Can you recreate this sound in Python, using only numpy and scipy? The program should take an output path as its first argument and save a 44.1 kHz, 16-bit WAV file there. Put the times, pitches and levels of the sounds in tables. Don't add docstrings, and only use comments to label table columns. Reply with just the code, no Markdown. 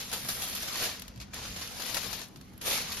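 import sys
import numpy as np
from scipy import signal
from scipy.fft import rfft, irfft
from scipy.io import wavfile
from scipy.ndimage import uniform_filter1d

SR = 44100
rng = np.random.default_rng(int(sys.argv[2]) if len(sys.argv) > 2 else 0)


def unload_audio(sound):
    columns = np.transpose(np.atleast_2d(sound))
    steps = np.round(np.clip(columns, -1, 1) * 32767)
    wavfile.write(sys.argv[1], SR, steps.astype(np.int16))


def undo_db(level):
    steps = np.asarray(level, float) / 20
    return 10 ** steps


N = 3 * SR


def evened(x):
    return x / np.sqrt(np.mean(x ** 2) + 1e-20)


def read(points, hz):
    f, value = np.transpose(points)
    return np.interp(np.log(hz + 1), np.log(f + 1), value)


def colour(x, points):
    gain = undo_db(read(points, np.fft.rfftfreq(N, 1 / SR)))
    return irfft(rfft(x) * gain, N)


def slow(seconds):
    width = int(max(seconds, .001) * SR)
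    once = uniform_filter1d(rng.standard_normal(N), width)
    return evened(uniform_filter1d(once, width))


def patchy(x):
    _, _, z = signal.stft(x, SR, nperseg=1024)
    field = rng.standard_normal(z.shape[::-1]).T
    field = uniform_filter1d(field, size=4, axis=0)
    field = evened(uniform_filter1d(field, size=6, axis=1))
    patch_db = 2.5
    return evened(signal.istft(z * undo_db(patch_db * field), SR, nperseg=1024)[1][:N])


def burst(start, db, rise, fade):
    u = np.maximum(np.arange(N) / SR - start + rise / 2, 0)
    fading = undo_db(2 * (db - 60 * u / max(fade, .005)))
    return np.minimum(u / rise, 1) ** 2 * fading


# pitch_hz, level_db
RUMBLE = [(20, -34), (45, 1), (100, -0.5), (240, -6), (380, -15.5), (1200, -22.5), (6000, -35),
          (14000, -71.5)]
# pitch_hz, side_over_mid_db
RUMBLE_WIDTH = [(60, -16), (240, -3.5), (950, 0), (3770, -5), (15000, -30)]


def air():
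    level_db = -52
    rumble = patchy(colour(rng.standard_normal(N), RUMBLE))
    other = patchy(colour(rng.standard_normal(N), RUMBLE))
    diff = colour(other, RUMBLE_WIDTH) / np.std(rumble) * undo_db(level_db)
    mid = evened(rumble) * undo_db(level_db + 1.0 * slow(0.3))
    return mid, diff


# pitch_hz, rms_db
HUM_LINES = [(193.8, -59), (242.2, -61.5)]


def hum():
    t, out = np.arange(N) / SR, np.zeros(N)
    for hz, db in HUM_LINES:
        level = np.sqrt(2) * undo_db(db + 1.1 * slow(0.24))
        out += level * np.sin(2 * np.pi * hz * t + 0.97 * slow(0.15))
    return out


# start_s, level_db, pitch_hz
KNOCKS = [
    (1.15, -46.5, 118.8),
    (1.368, -47.5, 63.6),
    (1.972, -51, 149.6),
    (2.698, -51.5, 92),
    (1.18, -46, 61),
    (2.88, -49.5, 75.5),
]


def knocks():
    t, out = np.arange(N) / SR, np.zeros(N)
    for start, db, hz in KNOCKS:
        u = np.maximum(t - start, 0) / 0.043
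        out += undo_db(db) * u * np.exp(1 - u * u) * np.sin(2 * np.pi * hz * (t - start))
    return out


def room():
    mid, diff = air()
    return mid + hum() + knocks(), diff


# start_s, level_db, left_over_right_db, sheen_db
HAND_PULL = [(0, -52.5, 2, -2.5), (.3, -45.5, 2, 4), (.74, -42, 2, -3), (.84, -34, 1, -2),
             (.97, -50, 1.5, -7.5), (1.1, -64, 2, -7), (1.312, -68, 4, -10.5), (1.35, -47, 2, -6),
             (1.74, -48.5, 0, -1.5), (1.85, -43, 9.5, -2), (2.08, -44, 11, -1), (2.209, -46.5, 7, -3),
             (2.3, -66, 2.5, -3), (2.598, -69.5, -1, -1), (2.659, -39.5, 2.5, 2), (2.72, -34, 0.5, 0),
             (2.86, -43, 1.5, -5.5), (3.0, -49.5, 3, 0.5)]


def pull():
    t = np.arange(N) / SR
    s, db, pan_db, sheen_db = np.transpose(HAND_PULL)
    level_db, flutter_db = 2, 0.55
    power = undo_db(2 * (np.interp(t, s, db) + level_db + flutter_db * slow(0.039)))
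    sheen = undo_db(np.interp(t, s, sheen_db))
    side = np.tanh(np.interp(t, s, pan_db) / 12)
    return power, sheen, side


# start_s, peak_db, fade_s, fullness_db
GIVING_FOLDS = [(0.0, -24.5, 0.3, -4), (0.1146, -24, 0.1, 2.5), (0.1276, -20, 0.22, 3),
                (0.2493, -43, 0.048, -12), (0.2862, -19, 0.18, 1), (0.42, -23, 0.13, -6),
                (0.4354, -23.5, 0.12, -13), (0.552, -24, 0.13, 0.5), (0.6215, -40, 0.1, -8),
                (0.6794, -27, 0.11, -11), (0.7502, -30, 0.091, 0), (0.8114, -31, 0.15, 0),
                (0.836, -34, 0.1, 6), (1.2012, -29.5, 0.087, -13), (1.2122, -28, 0.11, -13),
                (1.3333, -30.5, 0.14, 3.5), (1.3603, -36, 0.13, 9.5), (1.451, -33.5, 0.25, 5),
                (1.5617, -28.5, 0.3, -0.5), (1.6127, -23, 0.11, 0.5), (1.7968, -26.5, 0.18, 6.5),
                (1.95, -20, 0.075, -0.5), (1.9677, -14, 0.068, 5), (2.031, -26, 0.12, 0),
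                (2.1296, -18, 0.061, -3), (2.6131, -28, 0.23, -1), (2.669, -21.5, 0.21, -2),
                (2.7144, -31, 0.12, -5), (2.9175, -24, 0.18, -21), (2.9683, -25.5, 0.2, 2.5)]


def folds():
    power, dull = np.zeros(N), np.zeros(N)
    level_db, rise_s = -13, 0.0035
    for start, peak_db, fade, full_db in GIVING_FOLDS:
        give = burst(start, peak_db + level_db, rise_s, fade)
        power += give
        dull += give * undo_db(2 * full_db)
    return power, dull


# start_s, peak_db, sheen_db
LONE_TICKS = [(0.483, -33, 8.5), (0.497, -37, 11), (0.5506, -29, 11), (0.9954, -32.5, 4),
              (1.0199, -28.5, -0.5), (1.0802, -32.5, 0), (1.16, -43, -3), (1.1757, -41, -5),
              (1.343, -32, 6.5), (1.6751, -30, -2), (1.8217, -24.5, -1), (1.864, -30, 6.5),
              (1.8963, -25.5, -6), (1.9446, -18, -1), (2.2164, -29, -6), (2.2844, -48, 5),
              (2.36, -37.5, -6), (2.371, -48, 3), (2.412, -38.5, -5), (2.4474, -59, 8), (2.4813, -55, 1),
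              (2.4964, -65, -7), (2.5346, -49, 1), (2.578, -47.5, 13)]


def ticks():
    power, bright = np.zeros(N), np.zeros(N)
    level_db, rise_s, fade_s = -6.5, .001, .022
    for start, peak_db, sheen_db in LONE_TICKS:
        give = burst(start, peak_db + level_db, rise_s, fade_s)
        power += give
        bright += give * undo_db(2 * sheen_db)
    return power, bright


def creases(clumps):
    per_s, spread_db, ring_cycles = 9000, 1, 2.5
    size = undo_db(spread_db * np.minimum(rng.exponential(1, N), 6)) * clumps
    size = size * rng.choice([-1., 1.], N)
    size = size * (rng.random(N) < per_s / SR)
    kind, t, out = rng.integers(0, 24, N), np.arange(256) / SR, np.zeros(N)
    pitches = np.geomspace(500, 16000, num=24) * rng.uniform(.95, 1.05, 24)
    for k, hz in enumerate(pitches):
        snap = np.cos(2 * np.pi * hz * t) * np.exp(-t * hz / ring_cycles)
        snap = snap * np.sqrt(hz) / np.linalg.norm(snap)
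        out += signal.oaconvolve(size * (kind == k), snap)[:N]
    spectrum = rfft(out)
    broad = np.sqrt(uniform_filter1d(abs(spectrum) ** 2, 1500))
    return patchy(irfft(spectrum / broad, N))


# pitch_hz, level_db
FOLD_BODY = [(120, -23), (320, -1), (1200, -4.5), (3000, -8.5), (6000, -57)]


def fold_body(clumps, dull):
    return undo_db(-7.5) * evened(colour(creases(clumps), FOLD_BODY)) * np.sqrt(dull)


# pitch_hz, level_db
PAPER_SUM = [(150, -4), (600, -10.5), (4200, -0.5), (7200, -6), (8350, -20.5), (9200, -7), (12000, -2.5),
             (15400, -20.5)]
# pitch_hz, level_db
PAPER_DIFF = [(150, -12.5), (2000, -6.5), (3300, -2.5), (9500, -3.5), (11000, -10.5), (12600, -25),
              (13600, -9), (15700, -9.5)]
# pitch_hz, level_db
TOP_RANGE = [(6000, -40), (9000, 0), (16000, 0)]
# pitch_hz, level_db
FACING_LEFT = [(3000, -35), (4300, -8.5), (5200, -6), (6500, -39)]


def paper():
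    power, sheen, side = pull()
    fold_power, fold_dull = folds()
    tick_power, tick_bright = ticks()
    dull = power + fold_dull
    power = power + fold_power
    sheen = np.sqrt((power * sheen ** 2 + tick_bright) / (power + tick_power))
    clumps = undo_db(1 * slow(0.0062))

    t60_s, room_db = 0.09, -5
    keep = np.exp(-2 * np.log(1000) / (t60_s * SR))
    wet = undo_db(room_db) * np.sqrt(signal.lfilter([1 - keep], [1, -keep], power + tick_power))
    noise_level = np.sqrt(tick_power + wet ** 2)

    def one_signal():
        snaps = creases(clumps) * np.sqrt(power) + noise_level * rng.standard_normal(N)
        return snaps + colour(snaps * (sheen - 1), TOP_RANGE)

    a, b = one_signal(), one_signal()
    a = a + colour(a * side, FACING_LEFT)
    norm = np.std(colour(rng.standard_normal(N), PAPER_SUM))
    mid = colour(a, PAPER_SUM) / norm + fold_body(clumps, dull)
    diff = colour(side * a + np.sqrt(1 - side ** 2) * b, PAPER_DIFF) / norm
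    return mid, diff


def scene():
    mid, diff = np.array(paper()) + np.array(room())
    return np.array([mid + diff, mid - diff])


def band_limit(x):
    return signal.sosfilt(signal.butter(12, 15830, fs=SR, output="sos"), x)


# start_s, end_s
WHOLE_TREBLE = [(.11, .14), (.4, .44), (.47, .5), (.93, .97), (.99, 1.03), (1.07, 1.09), (1.15, 1.22),
                (1.32, 1.335), (1.93, 1.97), (2.26, 2.29), (2.35, 2.38), (2.405, 2.425), (2.51, 2.54),
                (2.57, 2.59)]


def record(dry):
    from_hz, gap_db, faint_db = 6800, 6, -90
    hz, t, z = signal.stft([dry[0] + dry[1], dry[0] - dry[1]], SR, nperseg=1024)
    power = (abs(z[:, :512]) ** 2).reshape(2, 64, 8, -1).sum(2)
    power = uniform_filter1d(power, size=5, axis=2)
    masked = (power < power[::-1] / undo_db(2 * gap_db)) | (power < undo_db(2 * faint_db))
    masked &= hz[:512:8, None] > from_hz
    masked &= ~np.any([(t > a) & (t < b) for a, b in WHOLE_TREBLE], axis=0)
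    z[:, :512] *= 1 - np.repeat(masked, 8, axis=1)
    mid, diff = signal.istft(z, SR, nperseg=1024)[1][:, :N] / 2
    return band_limit(np.array([mid + diff, mid - diff]))


dry = scene()
out = record(dry)
unload_audio(out)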